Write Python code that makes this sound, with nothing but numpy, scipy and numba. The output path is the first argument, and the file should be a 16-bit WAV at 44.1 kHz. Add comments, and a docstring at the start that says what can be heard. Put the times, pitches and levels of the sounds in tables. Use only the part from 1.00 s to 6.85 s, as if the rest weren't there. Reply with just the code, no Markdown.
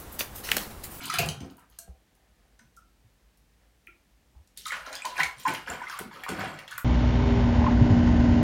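"""A small hard bathroom, one microphone by a filled tub in which hands rinse brass tubing.
A hand lifts out of the water, a few drops fall, then it stirs and splashes. The water is heard as
ringing air bubbles of all sizes, slaps and fine spray; the wet tubing ticks and clinks. The tub walls
and the room echo these sounds, while soft thumps of the tub and a faint room tone lie underneath."""
import sys
import numpy as np
from scipy import signal
from scipy.fft import rfft, irfft, next_fast_len
from scipy.io import wavfile
from scipy.ndimage import uniform_filter1d
from numba import njit

SR = 44100
rng = np.random.default_rng(int(sys.argv[2]) if len(sys.argv) > 2 else 0)


def persist_wave(psi):
    """Save psi, clipped to +-1, as 16-bit WAV."""
    counts = np.round(np.clip(psi, -1, 1) * 32767).astype(np.int16)
    wavfile.write(sys.argv[1], SR, np.atleast_2d(counts).T)


N = 257788
TIME = np.arange(N) / SR


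def undb(db):
    """Decibels to gain."""
    return 10 ** (np.asarray(db) / 20)


def unit(x):
    """Scale to rms 1."""
    return x / np.sqrt(np.mean(x ** 2))


def at_hz(hz, points):
    """Read (Hz, value) points on a log-frequency axis."""
    f, value = np.transpose(points)
    return np.interp(np.log(np.maximum(hz, 1)), np.log(f), value)


def shaped(x, gain):
    """Filter by a gain that is a function of frequency."""
    size = next_fast_len(len(x) + SR // 4)
    hz = np.arange(size // 2 + 1) * SR / size
    return irfft(rfft(x, size) * gain(hz), size)[:len(x)]


def resonance(f, hz, width):
    """Response of one resonance, gain 1 at its centre."""
    return 1j * f * width / (hz ** 2 - f ** 2 + 1j * f * width)


def fade(t, t60):
    """Exponential decay by 60 dB in t60 seconds."""
    return np.exp(-np.log(1000) * t / t60)


def add(out, start, sound):
    """Mix a sound in at a start time in seconds."""
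    i = max(int(start * SR), 0)
    out[i:i + len(sound)] += sound[:max(N - i, 0)]


@njit
def ring_bubbles(starts, hz, t60, gain, glide, swell_cycles):
    """Bubbles ring as damped sines that swell, then rise in pitch as they near the surface."""
    out = np.zeros(N)
    for k in range(len(starts)):
        first, length = int(starts[k] * SR), t60[k] * SR
        phase, amplitude, decay = 0., gain[k], np.exp(-6.9 / length)
        for i in range(min(int(length), N - first)):
            phase += 2 * np.pi * hz[k] * (1 + glide[k] * i / length) / SR
            amplitude *= decay
            swell = min(phase / (2 * np.pi * swell_cycles[k]), 1.)
            out[first + i] += amplitude * np.sin(phase) * swell ** 2 * (3 - 2 * swell)
    return out


def swarm(spectrum, count, cycles, scatter_db, glide):
    """Bubbles of random sizes, born at random moments, each ringing for about `cycles`; rms 1."""
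    when, pitch, life, loudness, rise = rng.random((count, 5)).T
    low, high = spectrum[0][0], spectrum[-1][0]
    hz = low * (high / low) ** pitch
    t60 = cycles * (.5 + life) / hz
    boost_db = -scatter_db * np.log(np.maximum(loudness, np.exp(-4)))  # a few stand out
    gain = undb(at_hz(hz, spectrum) + boost_db) / np.sqrt(t60)
    swell_cycles = np.full(count, 1.71)
    return unit(ring_bubbles(when * N / SR, hz, t60, gain, glide * rise, swell_cycles))


def surge(starts, rises, falls, levels_db):
    """Each stroke swells steadily and dies away; overlapping strokes add in power."""
    power = np.zeros(N)
    for start, rise, fall, db in zip(starts, rises, falls, levels_db):
        t = TIME[:2 * SR] + max(-start, 0)
        envelope = undb(db) * np.minimum(t / rise, 1) * fade(np.maximum(t - rise, 0), fall)
        add(power, start, envelope ** 2)
    return np.sqrt(power)


def stirring():
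    """The hand folds in air and throws spray; deep strokes make large bubbles and heave the water."""
    # Spectra of small and large bubbles, spray, droplets falling back and water heaving against the tub.
    # Each row: frequency in Hz, relative level in dB.
    small_spectrum = [(820, -7.5), (1050, 4.5), (1450, 6.5), (1900, 2), (2500, 2.5), (3200, -8)]
    large_spectrum = [(480, -11), (560, -11), (680, -6.5), (850, -5)]
    spray_spectrum = [(2800, 7.5), (4500, 1), (7000, -6), (11000, -8.5), (16000, -12)]
    droplet_spectrum = [(2600, -9), (4000, 7.5), (6000, 6.5), (8500, 4), (11000, 0.5), (14000, 5)]
    heave_spectrum = [(70, -10), (112, -8), (160, -1), (200, -1), (240, -2), (320, 1), (470, 0)]
    # Strokes of hand or tubing through the water. Each row: start in seconds, rise and fall (t60) in
    # seconds, level of the small bubbles in dB, then large bubbles, heave and spray in dB relative to it.
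    strokes = [(-.05, 0.03, 0.45, -37.5, -15.5, -1, -4), (0.021, 0.02, 0.59, -46, -25, -28, 8.5),
               (0.109, 0.031, 0.15, -36, -28, -13, 3.5), (0.183, 0.0077, 0.48, -37, -2, 5.5, -5),
               (0.4, 0.005, 0.46, -52.5, 2, 9.5, -8), (0.578, 0.0032, 0.23, -52.5, -12.5, -30, -19),
               (0.687, 0.043, 0.51, -70.5, -4, -26, 4.5), (.8, 0.61, 1.4, -77.5, 3, -3, -6),
               (2.58, 0.045, 0.33, -73.5, 1, -9, -11), (3.563, 0.015, 0.4, -68, -15, 2.5, 23.5),
               (3.649, 0.008, 0.72, -42.5, -45, -44, -1.5),
               (3.715, 0.0036, 0.37, -33.5, -12.5, -23.5, -10.5),
               (3.844, 0.022, 0.28, -42.5, 0, -13.5, -4.5), (3.913, 0.015, 0.49, -42, -11.5, -22, -5.5),
               (4.043, 0.0069, 0.79, -44.5, -5, -13, -1), (4.149, 0.046, 0.29, -28.5, -12, -21, -6.5),
               (4.359, 0.039, 1.1, -56.5, -13, -2.5, 7.5), (4.451, 0.026, 0.36, -30.5, -8.5, -9, -9.5),
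               (4.663, 0.02, 0.6, -36, -5.5, -10.5, -9.5), (4.78, 0.047, 0.99, -42.5, -29, -25, -13),
               (4.86, 0.059, 0.44, -41, -42, -25, -5), (4.984, 0.011, 0.16, -41, -5.5, 5, -5.5),
               (5.108, 0.043, 0.74, -45.5, -4, -10, -6), (5.279, 0.003, 0.66, -34, -4.5, -4, -11),
               (5.344, 0.055, 0.69, -34.5, -4, -5, -9), (5.697, 0.02, 0.29, -42, -47, -43, -5.5)]
    small = swarm(small_spectrum, count=4500, cycles=28, scatter_db=2.9, glide=.3)
    large = swarm(large_spectrum, count=1100, cycles=22, scatter_db=2, glide=.25)
    spray = swarm(spray_spectrum, count=9000, cycles=7, scatter_db=2.6, glide=.15)
    droplets = swarm(droplet_spectrum, count=2200, cycles=30, scatter_db=3.2, glide=.15)
    heave = swarm(heave_spectrum, count=1500, cycles=10, scatter_db=1.2, glide=.2)
    thrown_water = unit(spray + undb(-3) * droplets)
    start, rise, fall, db, large_db, heave_db, spray_db = np.transpose(strokes)
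    # Spray flies first, bubbles form later; the body of water follows last and settles sooner.
    small_lag_s, large_lag_s, heave_lag_s = 0.00069, 0.001, 0.0129
    return (thrown_water * surge(start, rise, fall, db + spray_db)
            + small * surge(start + small_lag_s, rise, fall, db)
            + large * surge(start + large_lag_s, rise, fall, db + large_db)
            + heave * surge(start + heave_lag_s, rise, 0.73 * fall, db + heave_db))


def plops():
    """Single bubbles and falling drops swell, chirp upwards and die away."""
    # Each row: start in seconds, pitch in Hz, peak in dB, t60 in seconds, rise as a share of the pitch.
    bubbles = [(0.098, 1245, -20.5, 0.03, 0.15), (.102, 1965, -25, 0.029, 0.17), (.137, 726, -34, 0.04, .1),
               (0.152, 1333, -26.5, 0.042, 0.16), (.185, 2484, -14, 0.016, 0.17),
               (.188, 680, -21.5, 0.047, 0.12), (.222, 562, -33, 0.046, .15),
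               (0.2878, 2910, -17.5, 0.0082, 0.22), (.408, 257.6, -28, 0.06, 0.16),
               (.879, 800, -49, 0.017, 0.16), (1.77, 1340, -42.5, 0.041, 0.06),
               (2.8722, 2330, -33, 0.0095, 0.13), (2.88, 1365, -50, 0.054, 0.09),
               (2.882, 342, -57, 0.11, 0.056), (3.351, 830, -52.5, 0.015, .1),
               (3.654, 3630, -30.5, 0.03, .2), (3.66, 1251, -23.5, 0.038, 0.075),
               (3.706, 2030, -26, 0.02, 0.33), (3.863, 1333, -30, 0.038, 0.2),
               (3.933, 8800, -38, 0.0067, .1), (3.953, 4770, -27, 0.0088, 0.2),
               (3.963, 3280, -28, 0.012, 0.22), (4.02, 2400, -28.5, 0.018, 0.16),
               (4.021, 7900, -29, .006, .08), (4.047, 910, -26.5, 0.028, 0.082),
               (4.056, 985, -23.5, 0.034, 0.091), (4.179, 1560, -22.5, 0.057, 0.27),
               (4.191, 763, -27.5, 0.044, .1), (4.195, 968, -23.5, 0.034, 0.18),
               (4.202, 1430, -20, 0.027, 0.2), (4.203, 1893, -16, 0.031, 0.25),
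               (4.23, 2145, -18, 0.032, 0.19), (4.451, 1016, -18, 0.051, 0.041),
               (4.456, 1620, -33, 0.05, .12), (4.464, 885, -23, 0.11, 0.056),
               (4.663, 2754, -32, 0.0064, 0.17), (4.675, 1477, -25, 0.016, 0.34),
               (4.7, 7100, -28, 0.011, 0.22), (4.706, 699, -33.5, 0.061, 0.2),
               (4.715, 1440, -30, 0.021, 0.18), (4.815, 947, -29, 0.028, 0.12),
               (4.867, 2010, -34, 0.045, 0.18), (4.897, 1530, -28.5, 0.021, 0.26),
               (4.927, 1113, -33.5, 0.13, 0.23), (5.001, 178, -40, 0.034, 0.41),
               (5.055, 207, -36, 0.066, 0.55), (5.2354, 2140, -24.5, 0.011, 0.38),
               (5.264, 1070, -22, 0.016, 0.22), (5.283, 960, -31.5, 0.013, 0.43),
               (5.305, 188, -32, 0.087, 0.077), (5.321, 296, -27.5, 0.057, 0.64),
               (5.45, 164, -35.5, 0.067, 0.14), (5.465, 245, -35, 0.071, 0.32),
               (5.724, 1660, -34.5, 0.034, 0.36), (5.753, 2370, -32, 0.012, 0.16),
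               (5.778, 1370, -33, 0.05, 0.3)]
    start, hz, db, t60, glide = np.array(bubbles, float).T.copy()
    swell_share = 0.098  # of the ring time
    gain = undb(db) / fade(swell_share, 0.94)  # makes up for the decay during the swell
    return ring_bubbles(start, hz, t60, gain, glide, swell_share * t60 * hz)


def bursts(impacts, t60, width, low_cut, rise_s):
    """Each impact is a dying crowd of tiny clicks; width and low_cut are shares of its centre in Hz."""
    out, t = np.zeros(N), TIME[:SR // 4]
    scatter_db = 6
    for start, db, hz in impacts:
        clicks = rng.standard_normal(len(t)) * undb(scatter_db * rng.standard_normal(len(t)))
        crackle = shaped(clicks, lambda f: resonance(f, hz, width * hz) ** 2)
        highpass = signal.butter(2, low_cut * hz, "high", fs=SR, output="sos")
        crackle = signal.sosfilt(highpass, crackle)
        envelope = fade(t, t60) * (1 - np.exp(-t / rise_s))
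        envelope /= envelope.max()
        add(out, start, undb(db) * unit(crackle * envelope) * np.sqrt(np.mean(envelope ** 2)))
    return out


def slaps():
    """The hand and falling water slap the surface."""
    # Each row: start in seconds, level at the crest in dB, centre in Hz.
    surface_hits = [(.0995, -30, 1700), (.139, -23, 1930), (.188, -20, 2300), (.877, -50.5, 554),
                    (1.593, -51.5, 1530), (3.654, -39.5, 3670), (3.72, -27, 1470), (3.74, -34, 1920),
                    (4.048, -38, 1250), (4.2, -25, 1900), (4.452, -33.5, 1060), (4.481, -25.5, 2280),
                    (4.546, -28.5, 2340), (4.987, -33, 1230), (5.112, -40, 1010), (5.236, -32.5, 1870),
                    (5.283, -32, 1410), (5.587, -36.5, 2340), (5.6775, -38.5, 2420), (5.7795, -32.5, 1370)]
    return bursts(surface_hits, t60=0.031, width=0.84, low_cut=0.6, rise_s=0.0017)


def ticks():
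    """Drops and wet tubing strike with short, sharp ticks."""
    # Each row: start in seconds, level at the crest in dB, centre in Hz.
    sharp_hits = [(.056, -29, 8900), (.0998, -26.5, 6000), (.139, -27, 8740), (.1855, -19.5, 4620),
                  (.1885, -19.5, 11300), (.26, -31, 10200), (.2875, -23, 5350), (.331, -57, 9200),
                  (.4046, -39, 2900), (.459, -60, 11000), (.5, -49, 3450), (.508, -55, 13000),
                  (.569, -49.5, 12200), (.594, -51.5, 11000), (.699, -53, 10900), (1.151, -59.5, 9040),
                  (.788, -31, 8600), (1.593, -54, 5000), (1.765, -49.5, 7500), (2.373, -58, 8060),
                  (2.868, -55, 9960), (3.4738, -55.5, 6270), (3.574, -32, 7980), (3.667, -30, 7360),
                  (3.681, -29.5, 5000), (3.928, -34, 5860), (3.953, -32, 5500), (4.052, -25.5, 4840),
                  (4.2, -33.5, 11100), (4.233, -22, 4770), (4.3985, -40, 10600), (4.478, -32, 9500),
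                  (4.537, -33, 9800), (4.7, -34, 6850), (4.897, -34.5, 4670), (4.9895, -29, 8500),
                  (5.236, -39, 11000), (5.29, -28.5, 6950), (5.59, -44.5, 7940), (5.679, -48, 8500),
                  (5.7105, -39.5, 8600), (5.779, -27, 11300)]
    return bursts(sharp_hits, t60=0.01, width=1.1, low_cut=0.083, rise_s=0.00047)


def thumps():
    """The tub and collapsing water give soft pushes that swell into a few low swings."""
    # Each row: start in seconds, level in dB, pitch in Hz.
    pushes = [(0.178, -25, 107), (0.217, -25, 116), (0.236, -24.5, 73), (0.279, -22, 148),
              (0.302, -26.5, 84), (0.366, -30, 129.6), (0.417, -29.5, 80), (0.877, -41, 176),
              (0.889, -28.5, 64), (1.611, -48.5, 227), (1.639, -48.5, 131), (2.044, -43.5, 110),
              (3.36, -35.5, 67.5), (3.394, -40, 83.5), (4.202, -29.5, 156.4), (4.251, -35.5, 67),
              (4.368, -42, 128), (4.486, -37, 184), (4.699, -33.5, 71), (5.741, -44.5, 118)]
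    out, t = np.zeros(N), TIME[:SR // 2]
    rise_s = 0.014
    envelope = fade(t, t60=0.13) * (1 - np.exp(-t / rise_s))
    for start, db, hz in pushes:
        add(out, start, undb(db) * np.sin(2 * np.pi * hz * t) * envelope)
    return out


def clinks():
    """Brass tubes touch and ring their modes, each with a slightly different strength every time."""
    # Each row: start in seconds, level in dB.
    touches = [(0.4054, -52), (0.7873, -44.5), (1.592, -59), (2.373, -79.5)]
    # Modes damped by the hands. Each row: pitch in Hz, relative level in dB, t60 in seconds.
    brass_modes = [(678, -12, 0.26), (1620, -2, 0.046), (2830, -4.5, 0.026), (4250, -8, 0.025),
                   (5940, -15.5, 0.0041), (6200, 9, 0.015), (7100, 3, 0.009), (8500, 8, 0.011),
                   (8700, -17, 0.005), (11400, -29, 0.0046), (13500, -2, .006)]
    out, t = np.zeros(N), TIME[:SR // 3]
    for start, level_db in touches:
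        modes = [undb(db + 2 * rng.standard_normal()) * np.sin(2 * np.pi * hz * t) * fade(t, t60)
                 for hz, db, t60 in brass_modes]
        add(out, start, undb(level_db) * sum(modes))
    return out


def diffuse(echo):
    """Even out an echo so that it has unit power gain in every narrow band."""
    power = uniform_filter1d(np.abs(rfft(echo)) ** 2, size=60)
    hz = np.linspace(0, SR / 2, len(power))
    return shaped(echo, lambda f: np.interp(f, hz, power) ** -.5)


def echo_at_spot():
    """What comes back from one spot in the tub: wall reflections, a short flutter and the room's tail."""
    # Reverberation of the bathroom. Each row: frequency in Hz, t60 in seconds.
    room_decay = [(100, .44), (400, .35), (1200, .31), (2500, .26), (6000, .225), (16000, .18)]
    # First reflections off the water surface and tub walls. Each row: delay in milliseconds, gain.
    reflections = [(1.1, 0.07), (2.05, 0.2), (3.0, 0.16), (4.9, 0.024), (10.9, 0.26)]
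    t = TIME[:SR // 2]
    tail_rise_s, flutter_rise_s = 0.0029, 0.00048
    noise, tail = rng.standard_normal(len(t)), 0
    for band_hz, t60 in room_decay:
        band = [(hz, float(hz == band_hz)) for hz, _ in room_decay]
        tail = tail + shaped(noise, lambda f: at_hz(f, band)) * fade(t, t60)
    tail *= 1 - np.exp(-t / tail_rise_s)
    flutter = rng.standard_normal(len(t)) * fade(t, t60=0.0099) * (1 - np.exp(-t / flutter_rise_s))
    echo = undb(0.5) * diffuse(tail) + undb(-1.5) * diffuse(flutter)
    for ms, gain in reflections:
        delay_ms = ms * (1 + .05 * rng.standard_normal())  # varies from spot to spot
        echo[int(delay_ms * SR / 1000)] += gain
    return echo


def bathroom(sound, spots):
    """The air in the tub rings, and the echo changes colour as the hands move from spot to spot."""
    # Air resonances between the tub walls. Each row: centre in Hz, width in Hz, level in dB.
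    air_modes = [(148, 29, 4), (761, 22.7, -4.5), (893, 8.7, -4), (997, 27, -1.5), (1278, 150, -14),
                 (1487, 26, -8.5), (2010, 130, -14.5), (2490, 40, -11)]
    direct = shaped(sound, lambda f: 1 + sum(undb(db) * resonance(f, hz, width)
                                             for hz, width, db in air_modes))
    out, position = direct, np.linspace(0, spots - 1, N)
    for spot in range(spots):
        echo = echo_at_spot()
        nearness = np.sqrt(np.maximum(1 - np.abs(position - spot), 0))
        out = out + signal.fftconvolve(direct * nearness, echo)[:N]
    return out / np.sqrt(1 + np.sum(echo ** 2))


def room_tone():
    """The room's steady low rumble and faint hiss."""
    # Each row: frequency in Hz, relative noise density in dB.
    spectrum = [(26, -33.5), (42, -2.5), (54, 5), (66, -4), (96, -12), (222, -13.5), (338, -18), (363, -20),
                (525, -20.5), (1340, -27), (1750, -25), (2350, -27), (13100, -36.5), (16000, -38)]
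    noise = shaped(rng.standard_normal(N), lambda f: undb(at_hz(f, spectrum)))
    return undb(-64) * unit(noise)


def scene():
    """At the microphone, in mono: water and tubing with their echo, over dry thumps and room tone."""
    rinsing = stirring() + plops() + slaps() + ticks() + clinks()
    return (bathroom(rinsing, spots=8) + thumps() + room_tone())[None]


def record(dry):
    """The recorder cuts the top steeply."""
    top_hz = 16300
    return signal.sosfilt(signal.ellip(10, .2, 70, top_hz, fs=SR, output="sos"), dry)


dry = scene()
out = record(dry)
persist_wave(out)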